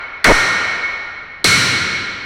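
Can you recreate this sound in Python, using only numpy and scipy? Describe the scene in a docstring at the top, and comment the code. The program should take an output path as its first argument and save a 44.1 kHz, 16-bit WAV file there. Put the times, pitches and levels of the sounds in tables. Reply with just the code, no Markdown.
"""Bat on laminated glass.

A hollow metal bat strikes a glass panel in a large hard-walled workshop. Each blow is a crack from
the glass, the ring of bat and steel frame and a shudder of the stand, with a long echoing tail.
An earlier blow is still dying away over faint ventilation. The small microphone overloads."""
import sys
import numpy as np
from scipy import signal
from scipy.fft import rfft, irfft
from scipy.io import wavfile

SR = 44100
rng = np.random.default_rng(int(sys.argv[2]) if len(sys.argv) > 2 else 0)


def wav_out(sig):
    """Save sig, one row per channel (or a flat mono array), as 16-bit PCM at SR to the path in sys.argv[1]."""
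    wavfile.write(sys.argv[1], SR, np.round(np.clip(np.atleast_2d(sig).T, -1, 1) * 32767).astype(np.int16))


N = 99225

# Blows: start_s, strike_db, shudder_db, shudder_s, mic_swing_db, snap_db, clang_db,
# boom_db, low_mid_db, treble_db, bat_db, frame_db
BLOWS = [(-.95, 5, -30, .05, -30, 0, 0, -15, -1.5, 0, -14.5, -28),
         (.2425, 1, -2, .082, -4.5, -3, -3, -12.5, -2.5, 2, -14.5, -15.5),
         (1.442, 2, -9.5, 0.011, -25, -3, -20.5, -5, -10, 7.5, -18, -25.5)]
# Glass crack spectrum: freq_hz, level_db
CRACK_SPECTRUM = [(30, -51), (90, -2.5), (230, -8.5), (800, -16.5), (1400, -10.5), (2000, -13.5),
                  (2350, -15), (2650, -23.5), (3050, -21.5), (3600, -26), (4150, -16), (4800, -29),
                  (5900, -22.5), (6350, -32), (8300, -29.5), (11000, -38), (15000, -51)]
# Contact snap spectrum: freq_hz, level_db
SNAP_SPECTRUM = [(300, -35.5), (2000, -11.5), (4200, 12.5), (6500, -5.5), (9000, 0.5), (14000, -20)]
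# Contact clang spectrum: freq_hz, level_db
CLANG_SPECTRUM = [(200, -31), (800, -16), (1500, -3.5), (2100, 0), (2500, -12.5), (3000, -14), (6000, -38),
                  (12000, -47)]
# Bat modes: pitch_hz, level_db, t60_s
BAT_MODES = [(1411, -2, .1), (2046, -17, .2), (2199, 0, .25), (3004, -24, .2), (4090, -16, .08),
             (4330, -20, .08), (5270, -22, .25), (5590, -14, .08), (5986, -11, .08)]
# Stand rumble spectrum: freq_hz, level_db
SHUDDER_SPECTRUM = [(25, 2.5), (100, -9), (450, -4), (1200, -10.5), (2000, -15.5), (4000, -66)]
# Workshop decay: freq_hz, t60_s
HALL_DECAY = [(60, 1.76), (160, 1.67), (420, 2.255), (1100, 2.44), (2200, 2.47), (4000, 1.9), (6000, 1.35),
              (8000, 1.04), (12000, 0.77), (16000, 0.94)]
# Ventilation spectrum: freq_hz, level_db
VENT_SPECTRUM = [(25, -0.5), (60, 1.5), (200, -8), (600, -11.5), (2000, -20), (6000, -49.5), (16000, -64)]


def strike(snap_db, clang_db, boom_db, low_mid_db, treble_db, bat_db, frame_db, rise_s=0.004):
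    """One blow excites glass, bat and frame; fades out over its last second."""
    t = np.arange(3 * SR) / SR
    sound = glass_crack(t, boom_db, low_mid_db, treble_db) + contact(t, snap_db, clang_db)
    sound += bat_ring(t, bat_db) + frame_ring(t, frame_db)
    return sound * np.minimum(t / rise_s, 1) * np.minimum(3 - t, 1)


def glass_crack(t, boom_db, low_mid_db, treble_db, boom_hz=370, low_mid_hz=756, treble_hz=2800):
    """The crack fills the hall: its echoes, coloured by the glass."""
    hz = np.fft.rfftfreq(len(t), 1 / SR) + 1
    level_db = 45 + lookup(CRACK_SPECTRUM, hz)
    level_db += boom_db / (1 + (hz / boom_hz) ** 4)
    level_db += low_mid_db * np.exp(-np.log2(hz / low_mid_hz) ** 2)
    level_db += treble_db / (1 + (treble_hz / hz) ** 4)
    return irfft(rfft(hall()[:len(t)]) * gain(level_db), len(t))


def contact(t, snap_db, clang_db, snap_s=0.0043, clang_t60_s=0.18):
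    """Bat meets glass: a bright snap and a short noisy clang."""
    snap = noise(len(t), SNAP_SPECTRUM) * gain(snap_db) * np.exp(-(t / snap_s) ** 4)
    clang = noise(len(t), CLANG_SPECTRUM) * gain(clang_db - 60 * t / clang_t60_s)
    return snap + clang


def bat_ring(t, level_db, echo_db=9.5):
    """Damped modes of the hollow bat, plus their echo."""
    ring = sum(gain(db - 60 * t / t60_s) * np.sin(2 * np.pi * hz * t) for hz, db, t60_s in BAT_MODES)
    echo = gain(echo_db) * signal.fftconvolve(ring, hall())[:len(t)]
    return gain(level_db) * (ring + echo)


def frame_ring(t, level_db, pitch_hz=1852, t60_s=2.4, rise_s=0.05):
    """One steel frame mode builds up and rings on."""
    envelope = gain(level_db - 60 * t / t60_s) * (1 - np.exp(-t / rise_s))
    return envelope * np.sin(2 * np.pi * pitch_hz * t)


def stand_shudder(level_db, length_s, stop_s=0.0031):
    """A low rumble swells and stops short."""
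    t = np.arange(SR) / SR
    envelope = (t / length_s) ** 0.97 * np.clip((length_s - t) / stop_s, 0, 1)
    return gain(level_db) * noise(SR, SHUDDER_SPECTRUM) * envelope


def mic_swing(level_db, delay_s, peak_s=0.011):
    """The overloaded microphone recovers with one slow swing."""
    after = np.maximum(np.arange(SR) / SR - delay_s, 0) / peak_s
    return gain(level_db) * after * np.exp(-after ** 2 / 2)


def hall(delay_s=0.001, build_s=0.0037):
    """Wall reflections: sparse taps of random sign, each band dying at its own rate."""
    taps = np.zeros(3 * SR)
    slots = np.arange(0, 3 * SR - 10, 10)
    taps[slots + rng.integers(0, 10, len(slots))] = rng.choice([-1., 1.], len(slots))
    hz, t, bands = signal.stft(taps, SR, nperseg=512)
    decay_db = -60 * (t / lookup(HALL_DECAY, hz)[:, None]) ** 1.08
    tail = signal.istft(bands * gain(decay_db), SR, nperseg=512)[1]
    tail *= np.clip((np.arange(len(tail)) / SR - delay_s) / build_s, 0, 1)
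    return tail / np.linalg.norm(tail)


def ventilation(level_db=-49):
    """Steady low rush of air."""
    return gain(level_db) * noise(N, VENT_SPECTRUM)


def noise(size, spectrum):
    """Shaped noise, rms 1."""
    hz = np.fft.rfftfreq(size, 1 / SR)
    shaped = irfft(rfft(rng.standard_normal(size)) * gain(lookup(spectrum, hz)), size)
    return shaped / np.sqrt(np.mean(shaped ** 2) + 1e-20)


def lookup(table, hz):
    """Interpolate over log frequency."""
    freq_hz, value = np.transpose(table)
    return np.interp(np.log(hz + 1), np.log(freq_hz + 1), value)


def gain(db):
    """dB to amplitude."""
    return 10 ** (np.asarray(db) / 20)


def scene():
    """Echoing blows over ventilation, mono."""
    lead = SR  # room for the blow before time zero
    mix = np.zeros(lead + N + 3 * SR)
    for start_s, strike_db, shudder_db, shudder_s, mic_swing_db, *colour_db in BLOWS:
        at = lead + round(start_s * SR)
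        mix[at:at + 3 * SR] += gain(strike_db) * strike(*colour_db)
        mix[at:at + SR] += stand_shudder(shudder_db, shudder_s) + mic_swing(mic_swing_db, shudder_s)
    return (mix[lead:lead + N] + ventilation())[None]


def record(dry):
    """Overloaded microphone: coupling high-pass, lagging gain control, soft clip, band limit."""
    coupling_hz, drive_db, edge_hz = 4.9, 2, 16200
    threshold_db, slope, follow_s = -19, 0.17, 0.013
    ceiling, hardness = 0.72, 5.8
    driven = signal.lfilter(*signal.butter(1, coupling_hz, "high", fs=SR), dry) * gain(drive_db)
    pole = np.exp(-1 / (follow_s * SR))
    power_db = 10 * np.log10(signal.lfilter([1 - pole], [1, -pole], driven ** 2) + 1e-12)
    held = driven / gain(slope * np.maximum(power_db - threshold_db, 0))
    clipped = held / (1 + np.abs(held / ceiling) ** hardness) ** (1 / hardness)
    lowpass = signal.firwin(511, edge_hz, window=("kaiser", 9), fs=SR)
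    return signal.oaconvolve(clipped, lowpass[None], "same")


dry = scene()
out = record(dry)
wav_out(out)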